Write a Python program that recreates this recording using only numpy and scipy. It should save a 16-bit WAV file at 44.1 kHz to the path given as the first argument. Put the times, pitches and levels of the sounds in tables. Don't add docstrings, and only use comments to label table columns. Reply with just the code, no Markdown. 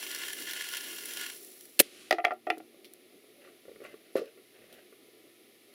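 import sys
import numpy as np
from scipy import signal
from scipy.fft import rfft, irfft
from scipy.io import wavfile
from scipy.ndimage import uniform_filter1d

SR = 44100
rng = np.random.default_rng(int(sys.argv[2]) if len(sys.argv) > 2 else 0)


def master_out(mix):
    frames = np.transpose(np.atleast_2d(mix))
    ceiling = np.clip(frames, -1, 1)
    pcm = np.round(ceiling * 32767).astype(np.int16)
    wavfile.write(sys.argv[1], SR, pcm)


def gain_from_db(level_db):
    decades = np.asarray(level_db, float) / 20
    return 10 ** decades


N = 253120


# hz, level_db_per_hz
AIR_SPECTRUM = [(15, -71), (25, -52.5), (89, -46.5), (108, -36), (231, -7.5), (287, -4), (357, -4.5),
                (703, -8.5), (874, -5.5), (1000, -15.5), (3780, -14), (7660, -26.5), (8800, -25.5),
                (9700, -16.5), (11200, -17), (15100, -25), (16400, -45)]
# mid_hz, width_hz, top_db
AIR_RESONANCES = [(77.7, 99.4, 12), (121, 30, 6.5), (360.4, 77, 8), (428, 42, 5.5), (928, 150, -31),
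                  (1573, 150, -12.5), (2140, 520, 4), (15300, 1200, 5.5)]
# tone_hz, rms_db
MAINS_HUM = [(120, -86.5), (240, -84), (990, -88)]
# start_s, step_db, drift_back_s
LEVEL_STEPS = [
    (1.82, 4, 0.1),
    (2.112, -7, 0.33),
    (2.25, -3, .15),
    (2.5, 0, 0.17),
    (4.16, -7, .08),
]
AIR_DB, ROAR_LIFT_DB = -59.5, 5

# start_s, dull_db, bright_db, t60_s
GRIT_TICKS = [(2.048, -70, -65, .018), (2.335, -71, -51, 0.02), (2.581, -41, -36, 0.0048),
              (2.584, -53, -48, 0.017), (2.845, -45.5, -48, 0.026), (2.851, -54, -58, 0.11),
              (2.936, -54, -35, 0.01), (3.812, -61, -64.5, .03), (3.84, -86, -55, 0.061),
              (4.155, -55, -49.5, 0.023), (4.166, -58, -47, 0.11), (4.256, -55, -58, .03),
              (4.726, -52, -48.5, 0.039), (4.738, -59, -58, 0.09)]
# hz, level_db_per_hz
GRIT_DULL_SPECTRUM = [(900, -42), (2000, -6), (3600, 1), (6000, -9), (9000, -42)]
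# hz, level_db_per_hz
GRIT_BRIGHT_SPECTRUM = [(3000, -26), (6000, -23), (8500, -15), (11100, -8), (15400, -14), (16400, -10.5)]
# start_s, tone_hz, level_db, t60_s
METAL_RINGS = [(2.02, 1115, -58.5, 0.1), (2.3, 235.2, -62, 2.9), (3.38, 572, -57, 0.47),
               (3.862, 2060, -53, 0.3), (4.17, 5200, -63, 0.43)]
# start_s, rise_s, hold_s, level_db
DRAG_EVENTS = [(3.37, 0.051, 0.06, -63.5), (3.51, 0.014, 0.025, -67.5), (3.72, 0.0075, 0.033, -74),
               (3.8, 0.045, 0.014, -49), (3.89, 0.013, 0.35, -72.5), (4.158, 0.0027, 0.016, -49),
               (4.254, 0.0026, 0.0072, -59), (4.42, 0.12, 0.23, -65), (4.68, 0.017, 0.1, -66.5),
               (4.78, 0.018, 0.055, -78)]
# hz, level_db_per_hz
DRAG_SPECTRUM = [(120, -33), (600, 6.5), (1030, -18.5), (1410, -4.5), (2040, -2), (2250, -12), (2660, 1),
                 (3210, -13), (14800, -34), (16400, -58)]
DRAG_RISE_DB, DRAG_FALL_DB_S = 37, 298
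# start_s, rise_s, hold_s, level_db
SHUDDER_EVENTS = [(1.93, 0.043, .04, -73), (2.34, 0.028, 0.036, -82), (2.57, 0.023, 0.046, -78),
                  (2.73, 0.025, 0.025, -79.5), (3.62, 0.052, 0.093, -68.5), (3.8, .03, 0.078, -68),
                  (4.55, .06, 0.14, -69)]
# hz, level_db_per_hz
SHUDDER_SPECTRUM = [(20, -20), (45, -11), (110, -6.5), (200, 4), (320, 0), (500, -39)]
SQUEAK_START_S, SQUEAK_LENGTH_S, SQUEAK_DB = 4.123, 0.037, -62
SQUEAK_HZ, SQUEAK_RISE_HZ_S = 10700, 30000

# start_s, peak_db, shell_db, ring_share
BOARD_BUMPS = [(2.743, -49.5, -10.5, 0.32), (3.239, -51.5, -15.5, 0.33), (3.447, -55.5, 6, 0.39),
               (3.473, -48.5, 0, 0.48), (3.652, -47.5, -6.5, 0.58), (3.681, -38.5, -17, 0.66),
               (3.694, -39, -26, 0.23), (3.714, -40, -16, 0.58), (3.758, -45.5, -4, 0.54),
               (3.802, -40, -11, 0.82), (3.817, -39.5, -12, 0.45), (3.837, -51, 6, 0.4),
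               (3.848, -44.5, 5, 0.73), (3.94, -39.5, -11, 0.46), (4.373, -48, -4, 0.91),
               (4.64, -48.5, -6, 0.76), (4.924, -46, -9.5, 0.44), (5.083, -51.5, -20.5, 0.78)]
# start_s, peak_db, shell_db, ring_share, struck_spot_hz
SET_DOWN = [(4.1546, -13, -24, 0.34, 485), (4.1622, -22.5, -12, 0.6, 520), (4.172, -35.5, -2.5, 0.72, 560),
            (4.179, -32, -4, 0.55, 420), (4.1915, -29.5, -34, 0.56, 476), (4.209, -33.5, -37, 0.66, 400),
            (4.216, -28.5, -35, 0.85, 430), (4.239, -41.5, -15, 0.37, 475), (4.266, -47, -23, .6, 476)]
# mode_hz, level_db, t60_s
BOARD_LOW_MODES = [(225, -18, 0.03), (303, -9, 0.07), (351, -4, 0.091), (402.6, 3, 0.088), (440, 1, 0.11),
                   (485, 7, 0.045), (520, -4.5, 0.084), (562, -10, 0.073), (680, -6, 0.048),
                   (776, -8, 0.015)]
# mode_hz, level_db, t60_s
BOARD_HIGH_MODES = [(1170, -5.5, 0.076), (1417, -6.5, 0.056), (1870, -6, 0.031), (1983, -0.5, 0.022),
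                    (2220, -3.5, 0.026), (2760, -5.5, 0.02), (4070, -31, 0.0067)]
BUMP_LOW_HZ, BOARD_SPOT_HZ = 454, 2100
# hz, level_db_per_hz
CONTACT_SPECTRUM = [(1650, -33.5), (2800, -13.5), (4140, -10), (5780, -18.5), (8300, -31), (10700, -22),
                    (15500, -38), (16400, -19.5)]

# start_s, peak_db, shell_db, ring_share, struck_spot_hz
FIGURE_BOUNCES = [(2.1087, -12, 0.5, 0.53, 1960), (2.125, -15.5, 0, 0.53, 1890),
                  (2.147, -39, -12, .6, 1800), (2.183, -24, -3.5, 1.15, 1430), (2.199, -36, 3, 0.49, 2370),
                  (2.242, -23.5, -1, 0.47, 1990), (2.2485, -17, 8.5, 0.43, 2140),
                  (2.267, -23, -21, 0.61, 1920), (2.281, -29, -7, 0.5, 1300), (2.307, -28, 5, 0.48, 1200),
                  (2.3135, -41, 3, .5, 1450), (2.318, -25.5, -7, 0.76, 1210), (2.468, -24, -8, 1.4, 1440),
                  (2.487, -45.5, -28, 0.73, 2200), (2.5011, -18, 4.5, 0.52, 2220),
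                  (2.5127, -39, 8, 0.3, 2000), (2.526, -33.5, -17, 0.56, 2060),
                  (2.572, -36, -12, 0.3, 1420), (2.579, -48, -9, 0.19, 2100), (2.601, -37, -10, 0.43, 1900)]
FIGURE_LOW_HZ = [680, 640, 700, 640, 701, 700, 760, 708, 695, 636, 690, 680, 564, 560, 772, 450, 740, 417,
                 400, 543]
# mode_hz, level_db, t60_s
FIGURE_BODY_MODES = [(329, -6.5, 0.32), (367, -4.5, 0.19), (432.5, -7, 0.18), (572, -13, 0.045),
                     (624, -3, 0.08), (711.2, 4, 0.085), (758, -7, 0.12)]
# mode_hz, level_db, t60_s
FIGURE_SHELL_MODES = [(1238, -9.5, 0.07), (1310, -0.5, 0.017), (1290, -16, 0.044), (1361, -8, 0.075),
                      (1440, -4, 0.022), (1832, -15, 0.065), (1902, -2.5, 0.035), (1963, 0.5, 0.033),
                      (1974, -19, 0.03), (2255, -1.5, 0.03), (2492, 2.5, 0.025), (2630, -24, 0.03),
                      (2700, -4.5, 0.037), (3100, -8, 0.038), (3400, -13.5, 0.052), (3225, -32.5, 0.021)]

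# start_s, puff_db, spark_db
FUSE_SPITS = [(0.0278, -14, -46), (0.065, -16, -49), (0.088, -23, -53), (0.1133, -33, -30),
              (0.1258, -45, -56), (0.1477, -21, -28), (0.1865, -39, -34), (0.235, -15, -53),
              (0.2613, -39, -49), (0.3318, -18, -31.5), (0.386, -19, -38), (0.422, -34, -39),
              (0.4663, -49, -54), (0.494, -16.5, -51), (0.51, -40, -27), (0.5339, -16, -31),
              (0.609, -10, -38), (0.688, -19, -33.5), (0.723, -37, -32), (0.7364, -13, -38),
              (0.769, -30, -28), (0.9842, -16, -45), (1.0256, -41, -40), (1.056, -48, -27),
              (1.084, -41, -37), (1.1354, -30, -31), (1.171, -14, -30), (1.2121, -22, -32),
              (1.263, -15, -33), (1.6091, -64, -41), (.217, -19, -44), (0.283, -20, -40), (.303, -19, -49),
              (.4995, -18, -45), (.621, -18, -40), (0.747, -17, -33), (.809, -36, -40), (0.884, -33, -39),
              (.909, -26, -42), (.93, -26, -42), (1.036, -39, -40), (1.107, -31, -45), (1.193, -24, -46),
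              (1.223, -18, -40), (1.233, -26, -42), (1.299, -16.5, -48), (1.447, -45, -43),
              (1.566, -50, -54), (1.654, -55, -45)]
# start_s, rise_s, hold_s, level_db
JET_FLARES = [(0.085, 0.024, 0.12, -39.5), (.24, 0.016, 0.061, -54), (.44, 0.037, 0.014, -38.5),
              (.52, 0.043, 0.11, -41), (.705, 0.034, 0.015, -40.5), (.79, 0.05, 0.089, -49),
              (1.07, 0.16, 0.11, -37.5)]
# hz, level_db_per_hz
JET_SPECTRUM = [(290, -54), (500, -14.5), (904, -9.5), (1080, -3), (1270, -17), (1430, -3.5), (2470, -1),
                (2820, 4.5), (3550, -1), (5750, -15), (9000, -15.5), (11700, -39.5), (19800, -120)]
# hz, level_db_per_hz
HISS_SPECTRUM = [(2350, -41), (4000, -5), (5800, -8.5), (7740, -6), (10900, 3.5), (11800, -1), (14900, 1.5),
                 (15800, -6.5), (16400, -23)]
# mid_hz, width_hz, top_db
REFLECTIONS = [(1430, 104, 10.5), (1721, 130, 11.5), (2060, 174, 8), (2860, 190, 3.5), (3196, 150, 5.5),
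               (4360, 90, 8), (5050, 88, 6), (5740, 730, 10.5), (7160, 300, 9), (8040, 66, 6.5),
               (8570, 190, 3.5), (9970, 200, 4.5), (11130, 220, 10), (12350, 210, 8.5), (13300, 160, 6),
               (13970, 67, 4.5), (14400, 110, -1), (15500, 300, 10)]
FLARE_RISE_DB, FLARE_FALL_DB_S = 20, 162
JET_DB, EMBER_DB, HISS_DB = -45, -72.5, -46
SINK_S, FIRE_S = 1.23, 1.79
SMOTHER_DB_S, HISS_FADE_DB = 128, 14.5

# start_s, crack_db, thump_db, t60_s
BLAST_PUFFS = [(1.7922, -13, -39.5, .025), (1.7957, -19.5, -41, .032), (1.7978, -13.5, -42, 0.022),
               (1.7995, -8, -40.5, .014), (1.8011, -7.5, -35, 0.01), (1.803, -16, -41, .008),
               (1.8046, -18.5, -36.5, .022), (1.8085, -27, -42.5, .015)]
# hz, level_db_per_hz
GAS_SPECTRUM = [(530, -45), (1000, -23), (1500, -10.5), (2720, -5), (3630, -9), (4310, -8), (7170, -11.5),
                (8710, -7), (11500, -2.5), (15200, -7.5), (16400, -27.5)]
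# hz, level_db_per_hz
THUMP_SPECTRUM = [(15, -46), (25, -28), (107, -22.5), (345, 2), (669, -7.5), (757, 3), (857, -33.5),
                  (1000, -20), (1300, -47.5), (2200, -120)]
# start_s, level_db
VENT_SNAPS = [(1.8124, -10), (1.8134, -13), (1.8151, -14), (1.8161, -20), (1.8186, -15)]
# start_s, peak_db, ring_share
CARRIAGE_KICKS = [
    (1.7924, -26.5, 1),
    (1.8012, -14, .3),
    (1.8045, -12.5, 0.24),
    (1.8155, -36, 0.34),
]
# mode_hz, level_db, t60_s
TABLE_MODES = [(65, -30, .06), (130, -29, 0.047), (244.2, 2.5, 0.045), (350, 5.5, 0.0557),
               (430, 2.5, 0.073), (500, -2, 0.036), (560, 0.5, 0.076), (640, -0.5, .04), (716, -2, .04)]
# start_s, level_db, t60_s
BARREL_BARKS = [(1.7988, -17.5, 0.011), (1.8028, -20, 0.021), (1.8056, -27, 0.018)]
# hz, level_db_per_hz
BARK_SPECTRUM = [(900, -29), (1400, -14), (1730, 1.5), (2760, 2), (4200, -3.5), (5500, -18), (8000, -40)]
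# time_s, level_db
SHOT_ECHO = [(1.822, -48), (1.845, -54), (1.881, -58), (2.017, -55), (2.1, -60)]
# hz, level_db_per_hz
ECHO_SPECTRUM = [(470, -51), (800, -21.5), (979, -31), (1110, -11), (2900, -1), (8070, -12.5), (10000, -7),
                 (15600, -34), (16400, -49)]


def noise():
    return rng.standard_normal(N)


def colour(x, spectrum, peaks=()):
    hz = np.arange(len(x) // 2 + 1) * SR / len(x) + 1
    points_hz, points_db = np.transpose(spectrum)
    db = np.interp(np.log(hz), np.log(points_hz), points_db)
    for mid_hz, width_hz, top_db in peaks:
        db = db + top_db / (1 + (2 * (hz - mid_hz) / width_hz) ** 2)
    return irfft(rfft(x) * gain_from_db(db), len(x)) / np.sqrt(np.mean(gain_from_db(db) ** 2))


def curve(points):
    time_s, db = np.transpose(points)
    return gain_from_db(np.interp(np.arange(N) / SR, time_s, db, left=-150, right=-150))


def swells(rows, rise_db, fall_db_s):
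    out = np.zeros(N)
    for start_s, rise_s, hold_s, db in rows:
        full_s = start_s + rise_s
        end_s = full_s + hold_s
        out += curve([(start_s, db - rise_db), (full_s, db), (end_s, db), (end_s + 40 / fall_db_s, db - 37.5)])
    return out


def walk(rate_hz):
    hold = int(SR / rate_hz)
    levels = np.repeat(rng.standard_normal(N // hold + 1), hold)
    return 1.84 * uniform_filter1d(levels, hold)[:N]


def add(out, start_s, x):
    i = int(start_s * SR)
    out[i:i + len(x)] += x[:N - i]


def bursts(times_s, db, t60_s, rise_s):
    out, t = np.zeros(N), np.arange(4096) / SR
    for start_s, level_db, decay_s in np.broadcast(times_s, db, t60_s):
        add(out, start_s, gain_from_db(level_db - 60 * t / decay_s) * (1 - np.exp(-t / rise_s)))
    return out


def ring(modes, share, scatter_db, detune, contact_s, near_hz, focus_db):
    t = np.arange(12000) / SR
    x = np.zeros(len(t))
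    for hz, db, t60_s in modes:
        strength, shift, phase = rng.standard_normal(3)
        mode_db = db + scatter_db * strength - focus_db * abs(np.log2(hz / near_hz))
        tone = np.sin(2 * np.pi * hz * (1 + detune * shift) * t + phase / 3)
        x += gain_from_db(mode_db - 60 * t / (share * t60_s)) * tone
    x = x * (1 - np.exp(-t / contact_s)) ** 2
    return x / np.abs(x).max()


def knocks(events, low, high, bass_hz, contact_s, rattle_s, wet_db, wet_t60_s,
           crack_t60_s, crack_db, crack_slope, sharp):
    out, t = np.zeros(N), np.arange(8000) / SR
    for start_s, db, high_db, share, spot_hz, low_hz in events:
        body = ring(low, share, scatter_db=3.5, detune=0.016, contact_s=contact_s, near_hz=low_hz, focus_db=14)
        shell = ring(high, share, scatter_db=2.0, detune=0.023, contact_s=1.13 * contact_s,
                     near_hz=spot_hz, focus_db=12)
        near = rng.standard_normal(len(t)) * gain_from_db(wet_db - 60 * t / wet_t60_s) * (1 - np.exp(-t / rattle_s))
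        near[0] = 1
        add(out, start_s, gain_from_db(db) * signal.fftconvolve(body + gain_from_db(high_db) * shell, near))
    start_s, db, high_db = np.transpose(events)[:3]
    snap_db = crack_db + crack_slope * (db + 30) + sharp * high_db
    crack = bursts(start_s, snap_db, crack_t60_s, 0.00056)
    crack += bursts(start_s, snap_db - 27.5, 1.2 * wet_t60_s, rattle_s)
    out += crack * colour(noise(), CONTACT_SPECTRUM)
    return signal.sosfilt(signal.butter(2, bass_hz, "high", fs=SR, output="sos"), out)


def sinking():
    return np.clip((np.arange(N) / SR - SINK_S) / (FIRE_S - SINK_S), 0, 1)


def gain():
    t = np.arange(N) / SR
    db = ROAR_LIFT_DB * (1 - sinking())
    for start_s, step_db, back_s in LEVEL_STEPS:
        db += step_db * (t > start_s) * np.exp(-np.abs(t - start_s) / back_s)
    return gain_from_db(db)


def room():
    t = np.arange(N) / SR
    air = colour(noise(), AIR_SPECTRUM, AIR_RESONANCES)
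    drone = signal.sosfiltfilt(signal.butter(2, 800, fs=SR, output="sos"), air)
    waver, flutter = walk(7), walk(16)
    hum = np.zeros(N)
    for hz, rms_db in MAINS_HUM:
        hum += np.sqrt(2) * gain_from_db(rms_db + 1.3 * waver) * np.sin(2 * np.pi * hz * t)
    wavering_air = air + drone * (gain_from_db(1.4 * flutter) - 1)
    return gain() * gain_from_db(AIR_DB) * wavering_air + hum


def shudders():
    return swells(SHUDDER_EVENTS, 19, 180) * colour(noise(), SHUDDER_SPECTRUM)


def drags():
    rub = swells(DRAG_EVENTS, DRAG_RISE_DB, DRAG_FALL_DB_S) * gain_from_db(2.2 * walk(70))
    return rub * colour(noise(), DRAG_SPECTRUM)


def squeak():
    out, t = np.zeros(N), np.arange(SR) / SR
    t = t[t < SQUEAK_LENGTH_S]
    tone = np.sin(2 * np.pi * (SQUEAK_HZ + SQUEAK_RISE_HZ_S * t / 2) * t)
    add(out, SQUEAK_START_S, gain_from_db(SQUEAK_DB) * tone * np.sin(np.pi * t / SQUEAK_LENGTH_S) ** 0.5)
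    return out


def metal_rings():
    out, t = np.zeros(N), np.arange(SR) / SR
    fade = np.minimum(t / 0.0062, 1) * np.clip((0.62 - t) / 0.09, 0, 1)
    for start_s, hz, db, t60_s in METAL_RINGS:
        add(out, start_s, gain_from_db(db - 60 * t / t60_s) * np.sin(2 * np.pi * hz * t) * fade)
    return out


def grit():
    start_s, dull_db, bright_db, t60_s = np.transpose(GRIT_TICKS)
    dull = bursts(start_s, dull_db, t60_s, 0.00047) * noise()
    bright = bursts(start_s, bright_db, t60_s, 0.00032) * noise()
    return colour(dull, GRIT_DULL_SPECTRUM) + colour(bright, GRIT_BRIGHT_SPECTRUM)


def boards():
    events = [(*row[:4], BOARD_SPOT_HZ, BUMP_LOW_HZ) for row in BOARD_BUMPS]
    events += [(*row[:4], BOARD_SPOT_HZ, row[4]) for row in SET_DOWN]
    return knocks(events, BOARD_LOW_MODES, BOARD_HIGH_MODES, bass_hz=199, contact_s=0.0021, rattle_s=0.0044,
                  wet_db=-36.0, wet_t60_s=0.19, crack_t60_s=0.15, crack_db=-59.5, crack_slope=1.0, sharp=0.25)


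def figure():
    events = [(*row, low_hz) for row, low_hz in zip(FIGURE_BOUNCES, FIGURE_LOW_HZ)]
    return knocks(events, FIGURE_BODY_MODES, FIGURE_SHELL_MODES, bass_hz=204.8, contact_s=0.0018, rattle_s=0.004,
                  wet_db=-38.0, wet_t60_s=0.14, crack_t60_s=0.018, crack_db=-58.5, crack_slope=2.255, sharp=0.47)


def fuse():
    start_s, puff_db, spark_db = np.transpose(FUSE_SPITS)
    sunk = sinking()
    lit = sunk < 1
    flicker_db = 0.34 * walk(45) + 1.2 * walk(150)
    pop_db = np.minimum(2.0 * rng.exponential(size=N), 7)
    crackle = (rng.random(N) < 900 / SR) * noise() * gain_from_db(pop_db)
    grain = noise() + 1.2 * crackle

    open_jet = np.hypot(gain_from_db(JET_DB), swells(JET_FLARES, FLARE_RISE_DB, FLARE_FALL_DB_S))
    smothered_jet = open_jet * gain_from_db(-SMOTHER_DB_S * (FIRE_S - SINK_S) * sunk)
    flame = np.hypot(smothered_jet, gain_from_db(EMBER_DB)) * lit
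    jet = flame * gain_from_db(flicker_db - 3.5) + bursts(start_s, puff_db - 16.0, 0.016, 0.0018)
    hiss = lit * gain_from_db(HISS_DB - HISS_FADE_DB * sunk + 0.77 * flicker_db - 1.2)
    hiss += bursts(start_s, spark_db - 10, 0.016, 0.0011)
    sparks = bursts(start_s, spark_db - 0.5, 0.0071, 0.00068)
    low = colour((jet + 0.41 * sparks) * grain, JET_SPECTRUM, REFLECTIONS)
    high = colour((hiss + sparks) * grain, HISS_SPECTRUM, REFLECTIONS)
    return low + high


def shot():
    start_s, crack_db, thump_db, t60_s = np.transpose(BLAST_PUFFS)
    gas = bursts(start_s, crack_db, t60_s, 0.00013) * noise()
    for snap_s, db in VENT_SNAPS:
        add(gas, snap_s, gain_from_db(db) * np.array([1, -0.5]))
    thump = bursts(start_s, thump_db, 2.0 * t60_s, 0.00059) * colour(noise(), THUMP_SPECTRUM)
    for kick_s, db, share in CARRIAGE_KICKS:
        kick = ring(TABLE_MODES, share, scatter_db=4.2, detune=0.012, contact_s=0.0012, near_hz=400, focus_db=3.5)
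        add(thump, kick_s, gain_from_db(db) * kick)
    bark_s, bark_db, bark_t60_s = np.transpose(BARREL_BARKS)
    bark = colour(bursts(bark_s, bark_db, bark_t60_s, 0.0002) * noise(), BARK_SPECTRUM, REFLECTIONS)
    echo = curve(SHOT_ECHO) * gain_from_db(walk(27)) * colour(noise(), ECHO_SPECTRUM)
    return colour(gas, GAS_SPECTRUM) + thump + bark + echo


def scene():
    scraps = shudders() + drags() + squeak() + metal_rings() + grit()
    return (room() + scraps + boards() + figure() + fuse() + shot())[None]


def band_limit(x):
    return signal.sosfilt(signal.butter(12, 16520, fs=SR, output="sos"), x)


def record(dry):
    rounded = 0.8 * np.tanh(dry / 0.8)
    top_cut = signal.ellip(8, 0.3, 34, 15960, fs=SR, output="sos")
    return band_limit(signal.sosfilt(top_cut, rounded))


dry = scene()
out = record(dry)
master_out(out)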